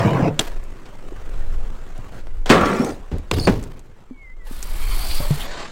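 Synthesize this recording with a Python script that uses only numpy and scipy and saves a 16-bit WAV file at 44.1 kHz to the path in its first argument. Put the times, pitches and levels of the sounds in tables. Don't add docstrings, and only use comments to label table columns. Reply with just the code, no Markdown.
import sys
import numpy as np
from scipy import signal
from scipy.fft import rfft, irfft, next_fast_len
from scipy.io import wavfile
from scipy.ndimage import uniform_filter1d, map_coordinates

SR = 44100
rng = np.random.default_rng(int(sys.argv[2]) if len(sys.argv) > 2 else 0)


def dump(signal):
    limited = np.clip(np.atleast_2d(signal).T, -1, 1)
    pcm = np.round(limited * 32767).astype(np.int16)
    wavfile.write(sys.argv[1], SR, pcm)


N = 251811


# touch_down_s, lift_off_s, level_db (at touch-down, before unevenness), t60_s
ROLL_STRETCHES = [(0.251, 0.53, -42.5, 2.1), (0.593, 2.12, -45, 0.16), (2.122, 2.196, -39.5, 0.16),
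                  (2.23, 2.29, -50, 2), (2.923, 3.173, -48.5, 1.9), (3.48, 3.542, -48, 2.55),
                  (5.41, 5.616, -54, 1.4)]
# start_s, crack_db, thud_db, frame_ring_db (burst levels before trim and colour), crack_t60_s
HARD_BLOWS = [(0.3923, -15.5, -18.5, -11.5, 0.023), (0.3943, -19.5, -19, -9.5, 0.018),
              (0.856, -40, -45, -59, 0.13), (2.27, -39, -41, -66, 0.02), (2.459, -28.5, -26.5, -29.5, 0.63),
              (2.494, -16.5, -30, -21, 0.058), (2.4996, -7, -6, -41, 0.19), (2.658, -22, -17, -33, 0.082),
              (3.1158, -42, -27, -65, 0.38), (3.3129, -7.5, -20, -22.5, 0.017),
              (3.4723, -14.5, -7, -54, 0.046), (3.478, -26, -4, -47, 0.24)]
# start_s, level_db, pitch_hz, t60_s
TYRE_THUMPS = [(0.048, -6.5, 200, 0.062), (.12, -17, 152, .07), (.227, -6.5, 155, 0.06),
               (.272, -9, 305, 0.046), (1.121, -23, 368, 0.039), (1.989, -23, 107, 0.085),
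               (2.798, -7, 243, 0.12), (2.822, -12, 383, 0.039), (3.128, -13.5, 73.7, 0.24),
               (3.478, -15, 193, 0.18), (3.488, -11.5, 374, 0.07), (3.497, -9.5, 170, 0.06),
               (4.109, -24.5, 254.3, 0.095), (4.511, -23.5, 248, 0.034), (5.202, -8.5, 131, 0.013),
               (5.307, -6.5, 144.6, 0.14)]
# start_s, shudder_db, t60_s
BANK_LOADS = [(3.135, -21.5, 0.23), (3.325, -16.5, 1), (3.495, -14, 0.37)]
# start_s, level_db, t60_s
PART_RATTLES = [(.402, -25.5, 0.3), (3.32, -32.5, 1), (3.485, -33, 0.49)]
# start_s, level_db (before the snap and tail offsets)
TICKS_AND_BUMP = [(0.639, -36.5), (1.295, -41), (1.394, -41), (1.9785, -36.5), (2.8472, -20.5),
                  (3.1838, -33), (3.533, -37), (3.628, -32), (3.639, -30.5), (3.794, -35.5), (4.628, -17)]
# pitch_hz, level_db (within the ring), t60_s
RAIL_MODES = [(1016, -4, 0.17), (1146, 5, 0.49), (1253, 0.5, 0.27), (1370, 1, 0.5), (1642, -14, 0.33),
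              (1733, -12, 0.4), (1846, -5.5, 0.29), (1985, -12, 0.29)]
# centre_hz, width_hz, gain_db
FRAME_RESONANCES = [(3230, 425, 11), (3820, 1400, 1.5), (5800, 480, -1.5), (7600, 880, -0.5)]
# centre_hz, width_hz, gain_db
TYRE_RESONANCES = [(1080, 480, 0.5), (2310, 380, 5), (3150, 200, 4.5)]
# start_s, slip_hz, level_db
TYRE_SCUFFS = [(5.032, 1130, -38), (5.065, 1130, -39), (5.115, 1118, -30), (5.18, 1150, -29.5),
               (5.414, 812, -29.5)]
# start_s, end_s, pitch_hz, glide_hz_per_s, level_db
SHORT_SQUEALS = [(0.241, 0.286, 2390, 1201, -39), (2.815, 2.874, 5460, 16000, -43),
                 (3.43, 3.469, 4520, -1000, -30)]
# time_s, pitch_hz, level_db
THIN_SQUEAK = [(4.09, 2370, -73), (4.166, 2230, -57.5), (4.22, 2180, -46.5), (4.277, 2040, -48),
               (4.323, 2030, -48.5), (4.362, 2186, -70), (4.412, 1980, -52), (4.492, 1895, -62)]
# peak_s, level_db
WIND_GUSTS = [(.57, -23), (1.28, -23), (1.52, -14), (1.95, -27.5), (2.38, -19.5), (3.18, -26),
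              (3.42, -23.5), (4.759, -21.5), (4.92, -13.5), (5.2, -15)]

# frequency_hz, gain_db
CONCRETE_COLOUR = [(90, -1.5), (230, -9), (380, -8), (900, -15.5), (1300, -16), (3400, -28), (5000, -33.5),
                   (7700, -33), (10500, -42.5), (16000, -43.5)]
# frequency_hz, gain_db
BOOM_COLOUR = [(60, -31.5), (95, -5), (152, 4), (215, -7), (480, -6.5), (900, -21.5)]
# frequency_hz, gain_db
TREAD_COLOUR = [(600, -4.5), (1000, 1.5), (1660, -7.5), (2600, -14.5), (4000, -23.5), (8000, -31.5),
                (11000, -40), (16000, -40.5)]
# frequency_hz, gain_db
CRACK_COLOUR = [(150, -13), (500, 16), (2000, 7), (4000, 2), (8000, -7.5), (11000, -19), (16000, -20)]
# frequency_hz, gain_db
THUD_COLOUR = [(30, -6.5), (100, -5.5), (220, 3.5), (500, -4), (1000, -14), (2500, -24.5)]
# frequency_hz, gain_db
SHUDDER_COLOUR = [(40, 3.5), (100, 4.5), (160, -1), (400, -7), (650, -17), (1000, -23)]
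# frequency_hz, gain_db
PARTS_COLOUR = [(300, 10), (700, 5), (3000, -2.5), (6000, -9), (10000, -14.5), (16000, -15.5)]
# frequency_hz, gain_db
LEDGE_COLOUR = [(70, -5.5), (140, -4), (215, 1), (400, -3), (600, -5), (900, -15.5)]
# frequency_hz, gain_db
SCRAPE_COLOUR = [(600, -12), (1000, -5), (1250, 3), (1550, -6.5), (2000, -6.5), (3300, -16), (6000, -37)]
# frequency_hz, gain_db
HISS_COLOUR = [(3500, -0.5), (6200, -2.5), (9000, -4), (10500, -16), (16000, -13.5)]
# frequency_hz, gain_db
RUB_COLOUR = [(150, -12), (330, -11), (700, -12), (1600, -16), (3000, -21.5), (4400, -21), (5600, -30),
              (7300, -27.5), (10500, -49)]
# frequency_hz, gain_db
GRIT_COLOUR = [(1500, -16), (3000, 3), (5000, 1), (6500, -4), (8500, 2), (13000, 1), (16000, -3)]
# frequency_hz, gain_db
DRAG_COLOUR = [(2200, -8), (4600, 1), (7000, -18), (9500, -12), (15000, -23)]
# frequency_hz, gain_db
BUFFET_COLOUR = [(12, 8), (22, 6), (45, -11), (65, -15), (150, -33.5)]
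# frequency_hz, gain_db
TICK_COLOUR = [(400, 2.0), (3000, -3.0), (8000, 1.5), (16000, -15.0)]

ROLL_GROWS_DB_PER_S = 0.5
TOUCH_S = 0.066
AIR_DB = -56.5
RAMP_END_S, RAMP_BOOM_DB, RAMP_T60_S = 0.282, -19, 0.24
TREAD_PEAK_S, TREAD_RISE_S, RAMP_TREAD_DB = 0.029, 5.9, -23.5
TREAD_T60_S, TREAD_SAG_DB_PER_S = 0.12, 33.5
SLAP_DB, SLAP_T60_S = -15, 0.043
PEG_ON_S, PEG_OFF_S = 2.502, 2.906
PEG_ATTACK_S, PEG_RELEASE_S = 0.02, 0.26
LEDGE_DB, LEDGE_SAG_DB_PER_S = -12.5, 32
SCRAPE_DB, SCRAPE_SAG_DB_PER_S = -14, 64.5
HISS_DB, HISS_SAG_DB_PER_S = -39, 11.5
SKID_START_S, SKID_PEAK_S, SKID_END_S = 4.471, 5.092, 5.44
SKID_ATTACK_S, SKID_RELEASE_S = 0.086, 0.27
RUB_DB, RUB_GROWS_DB_PER_S, RUB_END_S, RUB_T60_S = -46, 12.5, 5.616, 0.59
GRIT_DB, GRIT_RISE_DB_PER_S, GRIT_FALL_DB_PER_S = -35, 21.5, 25
CHATTER_HZ, CHATTER_DB = 1170, -38.5
CHATTER_SPAN_S, CHATTER_DROP_HZ, CHATTER_DROP_DB = 0.25, 93, 9.5
CHATTER_WANDER_HZ = 45.35
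SCUFF_RISE_S, SCUFF_FALL_S = 0.083, 0.089
SCUFF_SPRAY_DB = -12
SCRATCH_FROM_S, SCRATCH_TO_S, SCRATCH_DB = 4.83, 4.94, -40
SQUEAL_RISE_S, SQUEAL_FALL_S, SQUEAL_WAVER_HZ = 0.19, 0.072, 162.2
DRAG_FROM_S, DRAG_TO_S, DRAG_DB = 3.335, 3.467, -36.5
CALM_DB, GUST_RISE_S, GUST_FALL_S = -48, 1.7, 1.4
TOP_HZ = 16000


def rolling():
    stretches = [envelope(on, off, db, TOUCH_S, t60, -ROLL_GROWS_DB_PER_S)
                 for on, off, db, t60 in ROLL_STRETCHES]
    contact = np.max(stretches, axis=0)
    uneven = amp(1 + 0.8 * wobble(14))
    patter = patchy(grains(CONCRETE_COLOUR, rate=12000, spread_db=1.77), depth_db=2.5, size=512)
    concrete = uneven * np.hypot(contact, amp(AIR_DB)) * patter

    boom = envelope(0, RAMP_END_S, RAMP_BOOM_DB, TOUCH_S, RAMP_T60_S)
    tread = envelope(TREAD_PEAK_S, RAMP_END_S, RAMP_TREAD_DB, TREAD_RISE_S, TREAD_T60_S, TREAD_SAG_DB_PER_S)
    ramp = boom * patchy(grains(BOOM_COLOUR, rate=4000, spread_db=1), depth_db=4.5, size=2048)
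    ramp += tread * patchy(grains(TREAD_COLOUR, rate=6000, spread_db=1), depth_db=4.5, size=512)
    return concrete + ramp


def blows():
    cracks, thuds, rings = np.zeros((3, N))
    for s, crack_db, thud_db, ring_db, crack_t60 in HARD_BLOWS:
        add(cracks, s, amp(crack_db - 0.5) * burst(crack_t60))
        add(thuds, s, amp(thud_db) * burst(0.083))
        add(rings, s, amp(ring_db + 8.5) * burst(0.017))
    return coloured(cracks, CRACK_COLOUR) + coloured(thuds, THUD_COLOUR) + resonate(rings, FRAME_RESONANCES)


def thumps():
    notes, slaps = np.zeros((2, N))
    t = np.arange(SR // 2) / SR
    onset = 1 - np.exp(-t / 0.00069)
    for s, db, hz, t60 in TYRE_THUMPS:
        add(notes, s, amp(db - 60 * t / t60) * onset * np.sin(2 * np.pi * hz * t))
        add(slaps, s, amp(db + SLAP_DB) * burst(SLAP_T60_S))
    return notes + coloured(slaps, BOOM_COLOUR)


def landings():
    bank = shaken(BANK_LOADS, attack=0.042) * grains(SHUDDER_COLOUR, rate=4000, spread_db=2.5)
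    parts = shaken(PART_RATTLES, attack=0.012) * grains(PARTS_COLOUR, rate=7200, spread_db=4)
    return bank + parts


def peg_slide(db, sag_db_per_s):
    return envelope(PEG_ON_S, PEG_OFF_S, db, PEG_ATTACK_S, PEG_RELEASE_S, sag_db_per_s)


def rail_ring(scrape):
    t = clock()
    ring = np.zeros(N)
    for hz, db, t60 in RAIL_MODES:
        memory = amp(-120 * t[:SR] / t60)
        energy = np.abs(signal.fftconvolve(scrape ** 2, memory / memory.sum())[:N])
        level = amp(db + 1.5 * wobble(25)) * np.sqrt(energy)
        ring += level * np.sin(2 * np.pi * hz * t + 0.6 * wobble(25))
    return np.interp(t, [2.68, 3.0], [1, 0]) * ring


def grind():
    boom = peg_slide(LEDGE_DB, LEDGE_SAG_DB_PER_S)
    scrape = peg_slide(SCRAPE_DB, SCRAPE_SAG_DB_PER_S)
    hiss = peg_slide(HISS_DB, HISS_SAG_DB_PER_S)
    rasp = scrape * patchy(grains(SCRAPE_COLOUR, rate=7000, spread_db=1.9), depth_db=3.5, size=2048)
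    ledge = boom * patchy(grains(LEDGE_COLOUR, rate=6000, spread_db=0.5), depth_db=2.5, size=1024)
    sizzle = hiss * patchy(grains(HISS_COLOUR, rate=20000, spread_db=1.5), depth_db=4, size=256)
    return ledge + rasp + amp(-8.5) * rail_ring(scrape) + sizzle


def skid_chatter(late):
    slowing = (late / CHATTER_SPAN_S) ** 2
    pitch = CHATTER_HZ - CHATTER_DROP_HZ * slowing + CHATTER_WANDER_HZ * wobble(19)
    gain = amp(CHATTER_DB - CHATTER_DROP_DB * slowing)
    return gain * stick_slip(pitch, [-4.5, -14, -9, 3.5], width_hz=300, rough=0.86)


def skid():
    late = clock() - SKID_PEAK_S
    rub = envelope(SKID_START_S, RUB_END_S, RUB_DB, SKID_ATTACK_S, RUB_T60_S, -RUB_GROWS_DB_PER_S)
    body = rub * patchy(grains(RUB_COLOUR, rate=20000, spread_db=1.5), depth_db=3, size=1024)

    bites = [envelope(s, s, db, SCUFF_RISE_S, SCUFF_FALL_S) for s, _, db in TYRE_SCUFFS]
    bite = np.max(bites, axis=0)
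    scuff_pitch = curves(TYRE_SCUFFS)[0]
    scuffs = bite * stick_slip(scuff_pitch, [-20, -5, -7, 4], width_hz=610, rough=0.9)

    grit_db = GRIT_DB - np.maximum(-late * GRIT_RISE_DB_PER_S, late * GRIT_FALL_DB_PER_S)
    grit = envelope(SKID_START_S, SKID_END_S, grit_db, SKID_ATTACK_S, SKID_RELEASE_S)
    spatter = patchy(grains(GRIT_COLOUR, rate=24000, spread_db=2), depth_db=2.5, size=512)
    spray = (grit + amp(SCUFF_SPRAY_DB) * bite) * spatter

    tyre = resonate(grains(RUB_COLOUR, rate=3600, spread_db=2), TYRE_RESONANCES)
    tyre = unit(resonate(tyre, TYRE_RESONANCES))
    scratch = envelope(SCRATCH_FROM_S, SCRATCH_TO_S, SCRATCH_DB, attack=0.65, release=2.1) * tyre
    judder = amp(1.3 * wobble(40))
    return body + judder * (spray + skid_chatter(late) + scratch) + scuffs


def squeals():
    out = np.zeros(N)
    for start, end, hz, glide, db in SHORT_SQUEALS:
        glided = glide * (np.clip(clock(), start, end) - start)
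        pitch = hz + glided + SQUEAL_WAVER_HZ * wobble(110)
        gain = envelope(start, end, db, SQUEAL_RISE_S, SQUEAL_FALL_S)
        out += gain * stick_slip(pitch, [0, -13], width_hz=430, rough=0.57)
    return out


def squeaks():
    scrub = patchy(grains(DRAG_COLOUR, rate=4800, spread_db=0.5), depth_db=10, size=256)
    drag = envelope(DRAG_FROM_S, DRAG_TO_S, DRAG_DB, attack=0.03, release=0.12) * scrub
    hz, db = curves(THIN_SQUEAK)
    thin = envelope(THIN_SQUEAK[0][0], THIN_SQUEAK[-1][0], db, attack=0.03, release=0.19)
    return drag + thin * stick_slip(hz, [0], width_hz=79, rough=0.16)


def ticks_and_bump():
    out = np.zeros(N)
    for s, db in TICKS_AND_BUMP:
        snap = amp(db + 1.5) * burst(0.002)
        tail = amp(db - 13) * burst(0.035)
        add(out, s, snap + tail)
    return coloured(out, TICK_COLOUR)


def wind():
    gusts = [envelope(s, s, db, GUST_RISE_S, GUST_FALL_S) for s, db in WIND_GUSTS]
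    strength = np.hypot(np.max(gusts, axis=0), amp(CALM_DB))
    eddies = signal.hilbert(coloured(rng.standard_normal(N), BUFFET_COLOUR))
    evened = eddies.real / np.abs(eddies) ** 0.35
    return strength * unit(evened)


def stick_slip(pitch, partials_db, width_hz, rough):
    phase = 2 * np.pi * np.cumsum(pitch) / SR
    tone = np.zeros(N)
    for k, db in enumerate(partials_db, 1):
        width = width_hz * np.sqrt(k)
        slips = 1 - rough + rough * (wobble(width) + 1j * wobble(width))
        tone += amp(db) * (slips * np.exp(1j * k * phase)).real
    grip = amp(2.5 * rough * wobble(45))
    return unit(grip * tone)


def grains(spectrum, rate, spread_db):
    hits = rng.random(N) < rate / SR
    sizes = rng.standard_normal(N) * amp(spread_db * wobble(150))
    return unit(coloured(hits * sizes, spectrum))


def patchy(x, depth_db, size):
    z = signal.stft(x, nperseg=size)[2]
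    field = uniform_filter1d(rng.standard_normal(z.shape), size=2, axis=0)
    field = uniform_filter1d(field, size=8, axis=1)
    return unit(signal.istft(z * amp(depth_db * unit(field)), nperseg=size)[1][:N])


def shaken(rows, attack):
    return np.linalg.norm([envelope(s, s, db, attack, t60) for s, db, t60 in rows], axis=0)


def resonate(x, modes):
    def response(f):
        total = 0
        for k, (centre, width, db) in enumerate(modes):
            damping = 1j * f * width
            total = total + (-1) ** k * amp(db) * damping / (centre ** 2 - f ** 2 + damping)
        return total
    return filtered(x, response)


def coloured(x, spectrum, size=8192):
    f, db = np.transpose(spectrum)
    hz = np.fft.rfftfreq(size, 1 / SR) + 1
    octaves_beyond = np.maximum(np.log2(f[0] / hz), 0) + np.maximum(np.log2(hz / f[-1]), 0)
    gain = amp(np.interp(np.log(hz), np.log(f), db) - 24 * octaves_beyond)
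    cepstrum = irfft(np.log(gain + 1e-6))
    cepstrum[1:size // 2] *= 2
    cepstrum[size // 2 + 1:] = 0
    kernel = irfft(np.exp(rfft(cepstrum)))
    return signal.fftconvolve(x, kernel / np.linalg.norm(kernel))[:N]


def filtered(x, response):
    m = next_fast_len(N + SR // 2)
    return irfft(rfft(x, m) * response(np.fft.rfftfreq(m, 1 / SR)), m)[:N]


def envelope(start, end, db, attack, release, sag_db_per_s=0):
    t = clock()
    outside = np.maximum(start - t, 0) / attack + np.maximum(t - end, 0) / release
    sag = sag_db_per_s * (np.clip(t, start, end) - start)
    return amp(db - 60 * outside - sag)


def curves(rows):
    s, *cols = np.transpose(rows)
    return [np.interp(clock(), s, c) for c in cols]


def wobble(rate):
    knots = rng.standard_normal(int(N * rate / SR) + 4)
    return map_coordinates(knots, [np.arange(N) * rate / SR])


def burst(t60):
    t = np.arange(SR // 2) / SR
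    return rng.standard_normal(len(t)) * amp(-60 * t / t60)


def add(track, s, sound):
    part = track[round(s * SR):][:len(sound)]
    part += sound[:len(part)]


def clock():
    return np.arange(N) / SR


def amp(db):
    return 10 ** (np.asarray(db) / 20)


def unit(x):
    return x / np.sqrt(np.mean(x ** 2) + 1e-20)


def scene():
    riding = rolling() + blows() + thumps() + landings() + grind() + skid() + squeals() + squeaks()
    return (riding + ticks_and_bump() + wind())[None]


def record(dry):
    held = dry[0] / (1 + np.abs(dry[0]) ** 4) ** (1 / 4)
    return filtered(held, lambda hz: 1 / np.sqrt(1 + (hz / TOP_HZ) ** 160))[None]


dry = scene()
out = record(dry)
dump(out)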